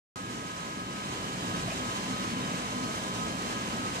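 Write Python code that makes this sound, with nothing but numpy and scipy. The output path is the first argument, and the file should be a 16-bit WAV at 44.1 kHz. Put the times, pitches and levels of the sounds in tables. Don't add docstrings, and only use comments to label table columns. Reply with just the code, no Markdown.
import sys
import numpy as np
from scipy import signal
from scipy.fft import rfft, irfft
from scipy.io import wavfile

SR = 44100
rng = np.random.default_rng(int(sys.argv[2]) if len(sys.argv) > 2 else 0)


def waveform_to_disk(signal):
    frames = np.transpose(np.atleast_2d(signal))
    scaled = np.clip(frames, -1, 1) * 32767
    samples = np.round(scaled).astype(np.int16)
    wavfile.write(sys.argv[1], SR, samples)


N = 4 * SR
TIME = np.arange(N) / SR
FREQS = np.arange(N // 2 + 1) * SR / N


def gain(db):
    return 10 ** (np.asarray(db) / 20)


def fade(rows):
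    return gain(np.interp(TIME, *np.array(rows).T))


def shape_tone(sound, rows):
    hz, db = np.array(rows).T
    return irfft(rfft(sound) * gain(np.interp(np.log(FREQS + 1), np.log(hz), db)), N)


def noise_band(hz, width_hz, shape=N):
    noise = irfft(rfft(rng.standard_normal(shape)) * np.exp(-((FREQS - hz) / width_hz) ** 2), N)
    return noise / noise.std()


def wobble(rate_hz):
    return noise_band(0, rate_hz)


def from_right(sound, lag_s=.00041):
    return np.array([irfft(rfft(sound) * np.exp(-2j * np.pi * FREQS * lag_s), N), sound])


# frequency in Hz, level in dB per Hz.
AIR_TONE = [(20, -97), (40, -101), (58, -84.5), (78, -80), (115, -63.5), (145, -65.5), (190, -60.5),
            (265, -60.5), (350, -69.5), (580, -70.5), (950, -75.5), (1280, -65), (1520, -105),
            (1800, -78.5), (2800, -88.5), (3120, -102), (3450, -91), (4400, -98), (6000, -102)]
# time in seconds, level in dB.
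RUMBLE_LEVEL = [(.16, -.5), (.4, 1.5), (.55, -1), (.75, 1.5), (1.1, -1), (1.55, -1.5), (2.2, -.3),
                (2.4, 4.5), (2.6, -.5), (2.7, -.3), (2.85, 2.8), (3.02, -1.5), (3.15, 3), (3.5, -1),
                (4.0, -.5)]
# pitch in Hz, width in Hz, level in dB.
PIPE_NOTES = [(190, 14, -48.5), (246, 12, -46.5)]
# time in seconds, level in dB.
BOOM_LEVEL = [(.16, -10), (1.2, -7), (1.8, -2), (2.2, 1), (2.4, 6), (2.55, 2), (2.85, 3), (3.0, -5),
              (3.15, 2.5), (3.3, -3), (4.0, -5)]

def blower_roar(throb_db=1.43):
    air = shape_tone(rng.standard_normal(N), AIR_TONE) * np.sqrt(SR / 2)
    bass = signal.sosfiltfilt(signal.butter(2, 420, fs=SR, output="sos"), air)
    boom = sum(gain(db) * noise_band(hz, width) for hz, width, db in PIPE_NOTES)
    rumble = bass * fade(RUMBLE_LEVEL) * gain(throb_db * wobble(3.5))
    return from_right(air - bass + rumble + boom * fade(BOOM_LEVEL))


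# pitch in Hz, level in dB, how many dB quieter the second
# blower is, delay at the left microphone in seconds.
WHINE_TONES = [(1013, -49.3, 11, .00029), (1025, -58, 15, .00029), (1146, -62, 12, .00042),
               (1220, -60, 12, .00043), (1266, -45.3, 5, .00047), (1297, -59, 8, .00043),
               (1322, -62, 10, .00042), (1531, -56.5, 10, .00044), (1649, -50.8, 14, .00042),
               (1967, -61.5, 10, .00046), (2167, -59.5, 10, .00043), (2285, -62.5, 10, .0004),
               (2978, -65, 8, .00048), (3047, -59, 12, .00045), (3072, -55.5, 12, .00047),
               (3096, -56, 12, .00048), (3181, -57, 6, .00047), (3264, -63, 7, .00045),
               (3555, -60.5, 10, .00046), (3758, -57.2, 12, .00045), (3876, -65.5, 10, .00045),
               (4075, -66, 10, .00042), (4194, -61.5, 12, .00042), (4393, -62, 12, .00041),
               (5348, -69, 6, .00043), (6365, -67, 6, .00043)]
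# time in seconds, level in dB.
MAIN_WHINE_LEVEL = [(.16, 4), (.9, 3.2), (1.3, .5), (2.2, -.3), (4.0, .3)]
HIGH_WHINE_LEVEL = [(.16, -2.5), (1.0, -2.5), (1.6, -1), (2.6, -2), (4.0, -3.5)]
OTHER_WHINE_LEVEL = [(.16, 0), (1.0, 2), (1.5, -3), (2.6, 1), (4.0, -2.5)]
SECOND_BLOWER_LEVEL = [(.8, -12), (1.3, 0)]

def fan_whine(clock, slower_by=.00243, echo_db=-10):
    whine = 0
    for hz, db, quieter_db, lag_s in WHINE_TONES:
        if hz > 3000:
            level, flutter_db = HIGH_WHINE_LEVEL, 2.2
        elif 1100 < hz < 1800:
            level, flutter_db = MAIN_WHINE_LEVEL, .8
        else:
            level, flutter_db = OTHER_WHINE_LEVEL, .8
        first = np.exp(2j * np.pi * (hz * clock + rng.random()))
        second = first * np.exp(-2j * np.pi * hz * slower_by * clock)
        second *= fade(SECOND_BLOWER_LEVEL) * gain(-quieter_db)
        delay = np.exp(-2j * np.pi * hz * np.array([[lag_s], [0]]))
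        direct = delay * gain(flutter_db * wobble(4.9))
        echo = np.array([wobble(8) + 1j * wobble(8) for side in range(2)])
        echo *= gain(echo_db) * np.sqrt(hz / 3000)
        whine += gain(db) * fade(level) * ((first + second) * (direct + echo)).real
    return whine


# pitch in Hz, level in dB.
HUM_TONES = [(59, -56.5), (118, -55), (179, -51), (210, -57), (318, -52.5), (377, -56.5), (416, -61.5)]

def blower_motors(in_step_s=1.55, speed_drift=.00015):
    clock = TIME - in_step_s + speed_drift * np.cumsum(wobble(5.7)) / SR
    hum = 0
    for hz, db in HUM_TONES:
        hum += gain(db + 2 * wobble(20)) * np.sin(2 * np.pi * (hz * clock + rng.random()))
    return np.sqrt(2) * (from_right(hum) + fan_whine(clock))


def bubbles(hz, per_second=600, ring_cycles=4, scatter_db=1):
    born = rng.random(N) < per_second / SR
    pops = born * rng.standard_normal(N) * gain(scatter_db * np.minimum(rng.exponential(size=N), 4))
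    ring_step = np.exp(hz / SR * (2j * np.pi - 1 / ring_cycles))
    rings = signal.lfilter([1], [1, -ring_step], pops).imag
    return rings / rings.std()


# frequency in Hz, level in dB per Hz.
WATER_TONE = [(20, -102), (60, -75), (130, -98), (250, -76), (500, -75.5), (900, -74), (1500, -77),
              (2100, -77.5), (2850, -78.5), (3500, -83.5), (4100, -83), (4500, -87.5), (4850, -83),
              (5600, -84), (6500, -81.5), (8100, -83.5), (10000, -89.5), (13000, -100.5)]
# time in seconds, level in dB.
FIZZ_LEVEL = [(.16, 0.5), (1.0, 2), (2.1, 0.5), (2.4, 3.4), (2.75, 1), (3.1, -1.2), (3.6, 2), (4.0, 1)]

def rushing_water(bubble_share=.29, surge_db=1, flicker_db=1.34):
    surge = gain(surge_db * wobble(19))
    pitches = np.geomspace(400, 12500, 22)
    water = np.zeros((2, N))
    for side in range(2):
        haze = 0
        for hz, width in zip(pitches, np.gradient(pitches)):
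            haze += bubbles(hz) * np.sqrt(width) * gain(flicker_db * wobble(6.9))
        rush = rng.standard_normal(N) * np.sqrt(SR / 2)
        blend = np.sqrt(bubble_share) * haze + np.sqrt(1 - bubble_share) * rush
        water[side] = shape_tone(blend, WATER_TONE)
    fizz = signal.sosfiltfilt(signal.butter(2, (1400, 3300), "bandpass", fs=SR, output="sos"), water)
    return (water + fizz * (fade(FIZZ_LEVEL) - 1)) * surge


def plop(start_s, hz, decay_s, sag_per_s=1.5):
    live = (TIME > start_s) & (TIME < start_s + 10 * decay_s)
    age = TIME[live] - start_s
    swell, ring = np.zeros(N), np.zeros((2, N))
    swell[live] = 2 * age / decay_s * np.exp(1 - 2 * age / decay_s)
    cycles = hz * (age - sag_per_s * age ** 2 / 2) + rng.random()
    side_shift = rng.random((2, 1)) / np.pi
    ring[:, live] = np.sqrt(2) * np.sin(2 * np.pi * (cycles + side_shift))
    return swell, ring


# time in seconds, level in dB.
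GURGLE_LEVEL = [(.16, -5), (1.0, -3), (1.7, 0), (2.4, 1), (4.0, 0)]

def gurgles(per_second=70, low_hz=430, high_hz=850):
    sound = 0
    for when, pitch, force in rng.random((int(per_second * N / SR), 3)):
        swell, ring = plop(when * N / SR, low_hz * (high_hz / low_hz) ** pitch, decay_s=.008)
        sound += gain(-52 + 4 * force) * swell * ring
    return sound * fade(GURGLE_LEVEL)


# start in seconds, pitch in Hz, level in dB, fading time in seconds.
FISH_PLOPS = [(1.678, 665, -38.5, .009), (1.704, 2470, -38.5, .007), (1.717, 660, -38.5, .009),
              (2.723, 610, -42, .010), (2.892, 640, -38, .010)]

def fish_splashes(spatter_db=-7):
    sound = 0
    for start_s, hz, db, decay_s in FISH_PLOPS:
        swell, ring = plop(start_s, hz, decay_s)
        spatter = gain(spatter_db) * noise_band(hz, width_hz=.15 * hz, shape=(2, N))
        sound += gain(db) * swell * (ring + spatter)
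    return sound


# frequency in Hz, level in dB per Hz.
BREEZE_TONE = [(20, -100), (45, -83.5), (100, -68.5), (160, -70.5), (400, -77.5), (1000, -115)]
# time in seconds, level in dB.
PUFF_LEVEL = [(.16, 4.5), (.8, 0), (1.05, 6.5), (1.5, 5.5), (2.1, 1.5), (2.7, -4), (3.3, 2), (3.9, 0.5)]

def breeze():
    noise = rng.standard_normal(N) + .17 * rng.standard_normal((2, N))
    air = shape_tone(noise * np.sqrt(SR / 2), BREEZE_TONE)
    return air * fade(PUFF_LEVEL) * gain(wobble(6.6))


def scene():
    return blower_roar() + blower_motors() + rushing_water() + gurgles() + fish_splashes() + breeze()


# frequency in Hz, left level in dB, right level in dB.
MIC_TONE = [(249, -1.2, -1.84), (880, -0.4, 0.05), (2030, -0.44, -0.26), (4770, 2, 4.5), (5670, 2, 3.5),
            (5800, -15, 5), (6600, 2, 4), (6800, -18, 5), (8020, -0.5, 3), (8500, 2, -2), (8970, 1, -3),
            (9330, 1.5, -25), (10600, 0, -23), (11100, 4.5, -3.5), (13000, 3, -6)]
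# time in seconds, level in dB.
OVERALL_LEVEL = [(.16, -5), (.55, -4), (.95, -4), (1.2, -1.5), (1.45, -0.5), (2.0, 0.5), (2.5, -0.7),
                 (3.0, 0.5), (3.5, 0.5), (4.0, 0.5)]

def record(dry, start_s=.158, top_hz=13100):
    mics = np.array(MIC_TONE)
    left = shape_tone(dry[0], mics[:, [0, 1]])
    right = shape_tone(dry[1], mics[:, [0, 2]])
    heard = np.array([left, right]) * fade(OVERALL_LEVEL) * (TIME >= start_s)
    return signal.sosfilt(signal.ellip(10, .2, 70, top_hz, fs=SR, output="sos"), heard)


dry = scene()
out = record(dry)
waveform_to_disk(out)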